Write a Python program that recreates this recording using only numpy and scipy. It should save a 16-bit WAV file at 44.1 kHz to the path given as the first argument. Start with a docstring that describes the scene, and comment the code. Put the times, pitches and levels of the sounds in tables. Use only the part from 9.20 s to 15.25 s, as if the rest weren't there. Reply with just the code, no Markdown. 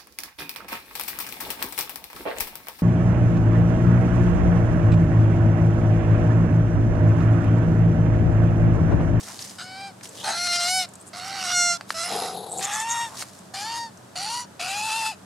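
"""Dry leaf litter crackles and stirs over a quiet outdoor hum, then a young magpie squawks eight times
at a strip of bark held out to it. Each squawk starts as a hoarse rasp and may clear into a bright harmonic
tone: chaotic pulses and puffs through the windpipe give way to summed harmonics. Bark scrapes over feathers
in short friction noises, the beak snaps in sharp bursts from midway on, and soon after the first snaps
uneven slips make a rough rubbing close by. Leaf cracks recur until just before the seventh squawk."""
import sys
import numpy as np
from scipy import signal
from scipy.fft import rfft, irfft, next_fast_len
from scipy.io import wavfile
from scipy.ndimage import uniform_filter1d, map_coordinates

SR = 44100
rng = np.random.default_rng(int(sys.argv[2]) if len(sys.argv) > 2 else 0)


def log_audio(samples):
    """Write samples as a 16-bit WAV file to the path given in sys.argv[1]."""
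    # one column per channel
    frames = np.atleast_2d(samples).T
    # limit to full scale, then quantise
    limited = np.clip(frames, -1, 1)
    pcm = np.round(limited * 32767).astype(np.int16)
    wavfile.write(sys.argv[1], SR, pcm)


N = 266981
TIME = np.arange(N) / SR
EARS = np.array([[1], [-1]])   # left, right


def from_db(db):
    """Decibels to gain."""
    return 10 ** (np.asarray(db) / 20)


def rms_one(x):
    """Scale to unit power."""
    return x / np.sqrt(np.mean(x ** 2) + 1e-20)


def gate(t, start, end, edge):
    """Open from start to end, with short ramps."""
    opening = np.clip((t - start) / edge + .5, 0, 1)
    return opening * np.clip((end - t) / edge + .5, 0, 1)


def ease(x):
    """A smooth step from 0 to 1."""
    return np.sin(np.pi / 2 * np.clip(x, 0, 1)) ** 2


def swell(t, s, rise, fade):
    """A bell-shaped swell that peaks at s."""
    return np.exp(-np.minimum(((t - s) / np.where(t < s, rise, fade)) ** 2, 40))


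def strokes(rows):
    """Overlapping swells (peak_s, level_db, rise_s, fade_s) add up in power."""
    return np.sqrt(sum((from_db(db) * swell(TIME, s, rise, fade)) ** 2 for s, db, rise, fade in rows))


def band(x, low_hz, high_hz, order=2):
    """Butterworth band-pass, its edges kept inside the audible range and below half the sample rate."""
    edges = [max(low_hz, 20), min(high_hz, SR / 2 - 500)]
    return signal.sosfilt(signal.butter(order, edges, "band", fs=SR, output="sos"), x)


def colour(x, spectrum):
    """Shape a sound with a spectrum drawn smoothly over log frequency."""
    hz, db = np.transpose(spectrum)
    size = next_fast_len(x.shape[-1])
    log_hz = np.log(np.arange(size // 2 + 1) * SR / size + 1)
    gain = from_db(np.interp(log_hz, np.log(hz), db))
    return irfft(rfft(x, size) * gain, size)[..., :x.shape[-1]]


def resonate(x, hz, width):
    """One resonance with gain 1 on top."""
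    r = np.exp(-np.pi * width / SR)
    feedback = [1, -2 * r * np.cos(2 * np.pi * hz / SR), r * r]
    return signal.lfilter(np.array([1, 0, -1]) * (1 - r * r) / 2, feedback, x)


def wander(rate, t):
    """Smooth chance of unit power that changes about rate times a second."""
    since = t - t[0]
    knots = rng.standard_normal(int(since[-1] * rate) + 4)
    return rms_one(map_coordinates(knots, [since * rate + 1], order=2, mode="nearest"))


def stereo_noise(width, size=N):
    """White noise with some difference between the ears."""
    mid, side = rng.standard_normal((2, size))
    return mid + width * side * EARS


def level_of(x):
    """Running rms over 15 ms."""
    return np.sqrt(np.abs(uniform_filter1d(x * x, int(.015 * SR))) + 1e-12)


def background(air_db=-47.5, hum_db=-2):
    """Faint open-air noise, alike in both ears in the bass, and a far wavering hum of steady-level tones."""
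    # open-air spectrum: hz, relative density_db
    air_spectrum = [(18, -64), (30, -25), (58, -24), (79, -16), (124, -1.5), (157, -5), (194, -1),
                    (499, -11), (540, -6.5), (600, -8), (1590, -15), (2120, -23), (6900, -24.5),
                    (7870, -22.5), (16000, -37.5)]
    # hum tones: pitch_hz, level_db before the common hum gain
    hum_tones = [(94, -60.5), (119, -60.5), (188, -57)]
    mid, side = rng.standard_normal((2, N))
    air = rms_one(colour(mid + 0.8 * band(side, 300, 18000) * EARS, air_spectrum))
    hum = 0
    for hz, db in hum_tones:
        phase = 2 * np.pi * hz * TIME + 2.2 * wander(9.1, TIME)
        hum = hum + from_db(db) * np.sqrt(2) * np.cos(phase)
    return from_db(air_db) * air + from_db(hum_db) * hum


def outdoors(x, echo_db=-25, decay_s=0.034):
    """Trunks, ground and a shed wall scatter a faint short echo, different in each ear."""
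    t = TIME[:SR // 3]
    scatter = band(rng.standard_normal((2, len(t))), 510, 5100, order=1)
    scatter = scatter * np.exp(-t / decay_s) * (t > .002)
    scatter = scatter / np.sqrt(np.sum(scatter ** 2) / 2)
    return x + from_db(echo_db) * signal.fftconvolve(x, scatter, axes=1)[:, :N]


def litter(grain_db=2.5, gain_db=-1.5):
    """Clumps of tiny crackles as the leaves shift: noise in wildly uneven grains."""
    # litter stirred by feet and bark: peak_s, level_db before gain_db, rise_s, fade_s
    stirs = [(0.015, -39.5, 0.041, 0.3), (0.195, -38, 0.0045, 0.15), (0.835, -37, 0.0045, 0.041),
             (1.035, -41, 0.13, 0.04), (3.89, -45.5, 0.12, 0.33), (4.026, -32, 0.058, 0.011)]
    # spectrum of the leaves: hz, relative density_db
    leaf_spectrum = [(240, -28), (400, -1), (543, -31), (595, -17), (663, 4.5), (1240, -1.5), (1450, -8),
                     (1710, 1.5), (2550, -2.5), (5310, 5), (8930, 3), (15500, -12)]
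    unevenness_db = grain_db * wander(540, TIME) + 0.5 * wander(78, TIME)
    grains = stereo_noise(0.54) * from_db(unevenness_db)
    return from_db(gain_db) * strokes(stirs) * rms_one(colour(grains, leaf_spectrum))


def cracks(decay_s=0.0043, spread=1.11):
    """A dry leaf breaks with a brief burst around its own pitch."""
    # breaking leaves: start_s, level_db of the burst at its start before the final filter, centre_hz
    breaks = [(0.085, -37, 5310), (0.191, -29.5, 4050), (0.2237, -29.5, 5400), (0.277, -39, 5450),
              (0.296, -35, 5390), (0.6004, -49, 2380), (0.8095, -37.5, 1930), (0.834, -43.5, 5280),
              (0.8544, -38, 3100), (0.891, -35, 7600), (1.6886, -41, 8040), (1.7365, -38.5, 7850),
              (1.754, -36.5, 8100), (3.1642, -36, 4000), (3.9714, -30, 4850), (4.189, -43, 7760),
              (4.773, -43, 6300)]
    out, t = np.zeros((2, N)), TIME[:SR // 20]
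    for s, db, hz in breaks:
        burst = rms_one(band(stereo_noise(0.33, size=len(t)), hz / spread, hz * spread, order=1))
        first = int(s * SR)
        out[:, first:first + len(t)] += from_db(db) * burst * np.exp(-t / decay_s)
    return band(out, 900, 11600, order=3)


def scrapes(grain_db=3.5):
    """Each stroke swells and fades, a grainy friction noise around one pitch."""
    # short scrapes and scuffs: peak_s, length_s from the peak to 1/e^2, level_db of the band,
    # centre_hz, width_hz
    scuffs = [(0.098, 0.047, -43.5, 1290, 1150), (1.008, 0.057, -40, 3400, 974),
              (0.993, 0.17, -47, 523, 302), (1.097, 0.072, -28.5, 816, 169),
              (1.108, 0.069, -32.5, 1500, 400), (1.816, 0.025, -49, 8360, 1800),
              (1.88, 0.021, -43.5, 8300, 2600), (2.713, 0.039, -40, 6400, 7450),
              (2.865, 0.035, -34, 9610, 1400), (3.324, 0.038, -37, 8200, 1000),
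              (3.387, 0.03, -33.5, 7700, 1800), (3.436, 0.033, -31, 5400, 6000),
              (3.449, 0.013, -26, 6900, 1000), (3.544, 0.034, -29.5, 7200, 1600),
              (3.604, 0.017, -29.5, 7200, 1400), (3.716, 0.024, -24.5, 6700, 910),
              (3.937, 0.11, -44.5, 990, 610)]
    out, friction = 0, stereo_noise(0.32) * from_db(grain_db * wander(500, TIME))
    for s, length, db, hz, width in scuffs:
        envelope = np.exp(-2 * np.minimum(((TIME - s) / length) ** 2, 20))
        core = rms_one(band(friction, hz - width / 2, hz + width / 2) + 0.22 * resonate(friction, hz, 2 * width))
        out = out + from_db(db) * envelope * core
    return out


def rub(slip_db=2.0, body_gain_db=3, hiss_gain_db=2, pan_db=4):
    """Uneven slips drive a hollow low flutter and a thin hiss, close by and a little to the left."""
    # rubbing strokes: peak_s, flutter level_db and hiss level_db (both before their gains), rise_s, fade_s
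    rubbing = [(2.959, -33, -38.5, 0.067, 0.17), (2.958, -36, -47, 0.013, 0.013),
               (3.15, -40, -45, 0.045, 0.25), (3.4, -38.5, -46.5, 0.075, .03)]
    # resonances of the hollow flutter: centre_hz, width_hz, relative level_db
    body_modes = [(194, 53, -5), (464, 115, 1), (750, 124, 5.5)]
    # resonances of the hiss: centre_hz, width_hz before the two stages widen it, relative level_db
    hiss_modes = [(3910, 650, 3.5), (6750, 210, -3), (8200, 330, -3), (10700, 990, 1.5)]
    body_level = strokes((s, db + body_gain_db, rise, fade) for s, db, _, rise, fade in rubbing)
    hiss_level = strokes((s, db + hiss_gain_db, rise, fade) for s, _, db, rise, fade in rubbing)
    slips = stereo_noise(0.1) * from_db(slip_db * wander(130, TIME))
    body = sum(from_db(db) * resonate(slips, hz, width) for hz, width, db in body_modes)
    body = rms_one(band(body, 160, 890, order=3))
    hiss = 0
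    for hz, width, db in hiss_modes:
        hiss = hiss + from_db(db) * resonate(resonate(slips, hz, 1.4 * width), hz, 1.3 * width)
    return (body_level * body + hiss_level * rms_one(hiss)) * from_db(pan_db / 2 * EARS)


def snaps(decay_s=0.0015, tail_decay_s=0.024, tail_db=-20, gain_db=1):
    """A hard contact of beak or bark: one sharp burst and a short tail."""
    # beak snaps and knocks on the bark: start_s, level_db before gain_db and the final filter
    contacts = [(2.61, -29), (2.705, -19.5), (3.395, -34), (4.023, -23)]
    # spectrum of a contact: hz, relative density_db
    contact_spectrum = [(180, -51), (300, -35.5), (577, -4), (1400, 0.5), (1730, -2), (3020, -6.5),
                        (3270, -18), (4620, 0.5), (6000, -19), (8460, -20), (8880, -10.5), (11700, -21),
                        (15000, -56.5)]
    out, t = np.zeros(N), TIME[:SR // 10]
    envelope = np.exp(-t / decay_s) + from_db(tail_db) * np.exp(-t / tail_decay_s)
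    for s, db in contacts:
        burst = rms_one(colour(rng.standard_normal(len(t)), contact_spectrum)) * envelope
        first = int(s * SR)
        out[first:first + len(t)] += from_db(db + gain_db) * burst
    return band(out, 470, 11500)


def windpipe(x, resonances, neck, t, width_hz=300, widening=0.062, leak_db=-26, sway_db=2.0):
    """Side-by-side resonances with deep valleys between them; they slide with the neck and sway a little."""
    out = from_db(leak_db) * band(x, 7900, 11300)
    turns = np.cumsum(neck * (1 + .008 * wander(21.4, t))) / SR   # random sway of all resonances
    for hz, db in resonances:
        r = np.exp(-np.pi * (width_hz + widening * hz) / SR)
        centre = np.exp(2j * np.pi * hz * turns)
        # a double low-pass around the moving centre is a steep resonance
        ring = np.real(centre * signal.lfilter([(1 - r) ** 2], [1, -2 * r, r * r], x / centre))
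        out = out + from_db(db + sway_db * wander(29.2, t)) * 2 * ring
    return band(out, 580, 25300, order=3)


def gesture(row, t, rise_shape=.75):
    """One squawk's course: pitch climbs, sags and drops, the rasp settles, the level swells and is released."""
    # the effort surges or eases: peak_s, half_length_s, pitch lift_hz, overtone gain_db,
    # resonance shift (added to the neck factor)
    pushes = [(0.405, 0.034, 0.5, 8, -0.023), (1.026, 0.0074, 0, -5.5, -0.021), (1.25, .06, 0.5, 2, 0.029),
              (1.337, 0.036, -0.5, 3, -0.029), (1.572, 0.11, 78.5, 0, -0.057),
              (2.143, 0.064, 56.5, -1.5, 0.011), (2.387, 0.074, -0.5, 6, 0.016), (2.741, 0.031, 0.5, -8, 0),
              (3.553, 0.066, -1.5, 4, -0.0041), (3.658, 0.0242, -11, -4.5, -0.052),
              (5.718, 0.026, -28.5, 3, -0.0086), (5.77, 0.036, 18.5, 1.5, 0.035),
              (5.866, 0.011, -2, 4.5, 0.012)]
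    # the syrinx locks into a clearer tone: from_s, to_s, roughness (0-1), overtone gain_db
    clear_spells = [(1.18, 1.363, 0.43, 0.5), (1.497, 1.604, 0.05, -2), (2.336, 2.539, 0.04, -0.5),
                    (2.71, 2.863, 0.6, 2), (3.621, 3.9, 0.49, 0), (4.597, 4.74, 0.18, -2)]
    sag_hz_per_s, drop_s = 110, .04   # sag after the top, fall at the very end
    onset_roughness, lock_s = 0.94, 0.045   # lock_s: time to lock or let go
    attack_s, release_s, release_db = .004, 0.081, 20
    fundamental_db_per_octave = 12.5   # a higher fundamental carries better
    (start, end, first_hz, top_hz, rise, drop_hz, base_db, base_slope, throat_db, bright_db, slope,
     settled, settling, neck, slide, _) = row
    age, left, from_middle = t - start, end - t, t - (start + end) / 2

    pitch = first_hz + (top_hz - first_hz) * ease(age / rise) ** rise_shape
    pitch = pitch - sag_hz_per_s * np.maximum(age - rise, 0)
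    pitch = pitch - drop_hz * np.clip(1 - left / drop_s, 0, 1)
    rough = onset_roughness + (settled - onset_roughness) * ease(age / settling)
    overtone_db = slope * from_middle
    neck = neck + slide * from_middle
    for s, length, lift_hz, db, shift in pushes:
        push = swell(t, s, length, length)
        pitch = pitch + lift_hz * push
        overtone_db = overtone_db + db * push
        neck = neck + shift * push
    for begin, finish, locked_rough, db in clear_spells:
        locked = gate(t, begin, finish, lock_s)
        rough = rough + (locked_rough - rough) * locked
        overtone_db = overtone_db + db * locked

    base_db = base_db + base_slope * from_middle + fundamental_db_per_octave * np.log2(pitch / top_hz)
    fade_db = release_db * np.clip(1 - left / release_s, 0, 1) ** 2
    envelope = gate(t, start, end, attack_s) * from_db(-fade_db)
    levels = envelope * from_db([base_db, throat_db + overtone_db, bright_db + overtone_db])
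    return pitch, np.clip(rough, 0, 1), neck, levels


def squawk(row, tone, resonances, t, jitter=0.19, flutter=0.15, half_lines=0.43, rattle_db=3.0,
           waver=0.0097, clear_below=0.604, base_gain_db=1.0, smear=0.86):
    """The syrinx sings a clear tone, or beats chaotically and drives the windpipe with uneven pulses and puffs."""
    pitch, rough, neck, (base_level, throat_level, bright_level) = gesture(row, t)
    # some pitch waver (the .22) is left even in a clear tone
    wavering_pitch = pitch * (1 + waver * (rough + .22) * wander(112.8, t))
    phase = 2 * np.pi * np.cumsum(wavering_pitch) / SR
    phase = phase + jitter * rough * wander(600, t)   # early and late cycles smear high harmonics most
    phase = phase + smear * rough ** 4 * wander(111, t)   # in a full rasp the pitch itself breaks up
    strength = 1 + flutter * rough * wander(450, t)
    # the fundamental is left out here and added below at its own level
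    clear = rms_one(sum(from_db(db) * np.cos(round(k) * phase + k * k / 2) for k, db in tone if k > 1.5))
    # strong and weak pulses alternate in fits, which puts lines between the harmonics
    pulses = rms_one(sum(np.cos(k * phase) for k in range(2, 19)))
    pulses = pulses * (1 + half_lines * (1 + 1.2 * wander(88.7, t)) * np.cos(phase / 2))
    # air escapes in a puff each cycle, in rattling bunches
    puffs = rng.standard_normal(len(t)) * (1 + 0.37 * np.cos(phase))
    puffs = rms_one(puffs * from_db(rattle_db * wander(420, t)))
    drive = np.sqrt(1 - rough ** 2) * strength * pulses + rough * puffs
    hoarse = rms_one(windpipe(drive, resonances, neck, t))
    hoarse_share = np.clip(rough / clear_below, 0, 1)
    voice = np.sqrt(1 - hoarse_share ** 2) * clear + hoarse_share * hoarse
    # the opening beak lets out more or less of the bright overtones
    low = signal.sosfiltfilt(signal.butter(6, 3500, fs=SR, output="sos"), voice)
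    high = voice - low
    throat = throat_level * low / level_of(low)
    bright = bright_level * high / level_of(band(high, 3600, 6200, order=4))
    base = from_db(base_gain_db) * base_level * np.sqrt(2) * np.cos(phase) * strength
    return -(base + throat + bright)


def magpie(bounce_db=-12, bounce_s=0.001404):
    """The squawks one after another; their bounce off the ground reaches the ears with opposite sign."""
    # squawks: start_s, end_s, first_pitch_hz, top_pitch_hz, rise_s, final_drop_hz,
    # fundamental_db before its gain, its crescendo_db_per_s, throat_overtones_db, bright_overtones_db,
    # their crescendo_db_per_s, settled roughness (0-1), settling_s, neck (factor on all resonances),
    # neck slide (per s), left_minus_right_db; levels and neck hold for the middle of each squawk,
    # before pushes, clear spells and the fundamental's rise with pitch
    calls = [ (0.384, 0.723, 719, 796, 0.33, 105, -43.5, 53, -44, -46, 16, 0.33, 0.12, 1.033, -0.0092, 0.3),
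             (1.038, 1.66, 616, 708, .198, 31, -36.5, 28.5, -32, -29, 16.5, 0.51, 0.13, 1.002, -0.023, 0.5),
             (1.932, 2.575, 695, 745.5, 0.12, 10, -37.5, 20, -34, -33, 31, 0.34, 0.86, 0.973, 0.1, -3),
             (2.742, 3.165, 646, 764, .27, 7, -38, 0, -38, -37.5, -20, 0.95, .1, 0.98, -0.13, -1.7),
             (3.41, 3.894, 779, 936.4, 0.34, 66, -31.5, 13, -34.5, -41.5, 11.5, 0.4, 0.41, 1, 0.084, 0.7),
             (4.338, 4.7, 748, 933.7, .215, 61, -34.5, 5.5, -39.5, -37.5, 1, 0.59, 0.1, 0.993, 0.021, .5),
             (4.956, 5.257, 720, 975, .24, 30, -33.5, 3, -39.5, -35, -1, 0.71, 0.13, 1.008, 0.047, 0),
             (5.395, 5.95, 699, 897.5, 0.33, 313, -32, 5, -34, -36.5, 0.5, 0.62, 0.21, 0.98, 0.041, 1.4), ]
    # clear tone of each squawk: multiple of the pitch, relative level_db
    clear_tones = [
        [(1, 0), (2, 5), (3, 8.5), (4, 1), (5, 1), (6, 3), (7, -16), (8, -22), (9, -28), (10, -29)],
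        [(1, 0), (2, 18.5), (3, 22.5), (4, 15), (5, 3), (6, 6.5), (7, 8.5), (8, 0.5), (9, 3), (10, 1), (11, -1),
         (12, 3.5), (13, 1), (14, -7), (15, -4), (16, -13), (17, -16), (18, -13)],
        [(1, -9), (2, 12), (3, 9.5), (4, -0.5), (5, -12), (6, -3.5), (7, -11), (8, 0), (9, -4), (10, -6),
         (11, -6), (12, -8), (13, -21), (14, -16.5), (15, -24), (16, -24), (17, -37), (18, -30)],
        [(1, -2), (2, 10), (3, -10), (4, -13), (5, -12), (6, -7), (7, -10), (8, 12)],
        [(1, 0), (2, -25), (3, -36), (4, -20), (5, -36), (6, -11.5), (7, -11), (8, -4), (9, -3.5), (10, -16),
         (11, -21), (12, -22)],
        [(1, 0), (2, 14), (3, -1), (4, -1), (5, 4), (6, -7), (7, -5), (8, -3), (9, -22), (10, -11), (11, -34),
         (12, -24), (13, -32)],
        [(1, 0), (2, 2), (3, 4), (4, -6), (5, -6), (6, -14), (7, -13), (8, -18)],
        [(1, 0), (2, -5.5), (3, 7.5), (4, -9), (5, -7.5), (6, -8.5), (7, -24.5), (8, -6.5)],
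    ]
    # resonances of windpipe and beak in each squawk: centre_hz before the neck factor, relative level_db
    pipe_modes = [
        [(1430, 9.5), (2380, 0), (2940, 3), (4030, 4.5), (4790, 7.5), (6540, -2), (7050, -4), (7920, -2),
         (9390, -9), (10660, -20), (11530, -33), (12070, -29), (12550, -32)],
        [(1400, 0.5), (2100, -5), (2480, -1), (3210, -2.5), (4180, 4), (4930, 0), (5610, 1.5), (6350, -1),
         (7030, -6), (7570, -5), (8480, -6), (9180, -29), (9680, -11), (10310, -35), (12970, -21)],
        [(1430, 14.5), (2170, 11), (2910, 8.5), (3570, 3), (4140, 3.5), (4580, 5.5), (5170, 3.5), (5740, 2.5),
         (6450, -6), (7060, -17), (8310, -7), (8790, -10.5), (9920, -14), (10510, -16), (12440, -22)],
        [(1350, 3.5), (2030, -0.5), (2970, -2.5), (3470, -1), (4080, 5), (5290, 7.5), (6260, 3.5), (6880, 2.5),
         (8120, 0), (8770, -3), (9840, -5), (10480, -7.5), (11180, -19)],
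        [(1290, -1.5), (1830, -2), (2800, -7), (3640, -2), (4740, -4), (5590, 3), (6370, 2.5), (7310, -4),
         (8400, 0.5), (9150, -5.5), (9960, -4.5), (10670, -12), (11220, -22), (11800, -29), (12590, -32)],
        [(1310, -4), (1790, -5.5), (2530, -9), (3070, -3.5), (3760, -6), (4580, 2), (5070, 1.5), (5680, -1),
         (6490, -3.5), (6970, -4.5), (8160, -13), (8670, -6), (9600, -11), (10250, -21), (10730, -29),
         (11260, -27)],
        [(1420, -7.5), (1910, -9), (2920, -8), (4470, 4), (5760, 1), (6800, -2), (8270, -7), (8970, -3.5),
         (9600, -14), (10240, -12), (10840, -26), (11770, -22), (12680, -31)],
        [(1380, 1), (2100, -4), (2660, 5.5), (3430, -4.5), (3980, -4.5), (5000, -6), (5810, -11), (7030, -10.5),
         (8240, -13.5), (8830, -16), (9400, -16), (9870, -30), (10950, -27), (11840, -43), (12370, -42)],
    ]
    out = np.zeros((2, N))
    for row, tone, resonances in zip(calls, clear_tones, pipe_modes):
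        start, end, *_, pan_db = row
        span = (TIME > start - .02) & (TIME < end + .02)
        out[:, span] += squawk(row, tone, resonances, TIME[span]) * from_db(pan_db / 2 * EARS)
    delayed = np.roll(out.mean(axis=0), round(bounce_s * SR))
    bounce = from_db(bounce_db) * band(delayed, 3200, 14000, order=1)
    return out + bounce * EARS


def scene():
    """Bird, bark and leaves with the echo of the place; the close rubbing and the background stay without it."""
    echoing = litter() + cracks() + scrapes() + snaps() + magpie()
    return background() + outdoors(echoing) + rub()


def record(dry):
    """The microphone dulls the highest treble, then the top is cut steeply."""
    dull = signal.sosfilt(signal.butter(3, 14000, fs=SR, output="sos"), dry)
    return signal.sosfilt(signal.ellip(10, .1, 80, 15800, fs=SR, output="sos"), dull)


dry = scene()
out = record(dry)
log_audio(out)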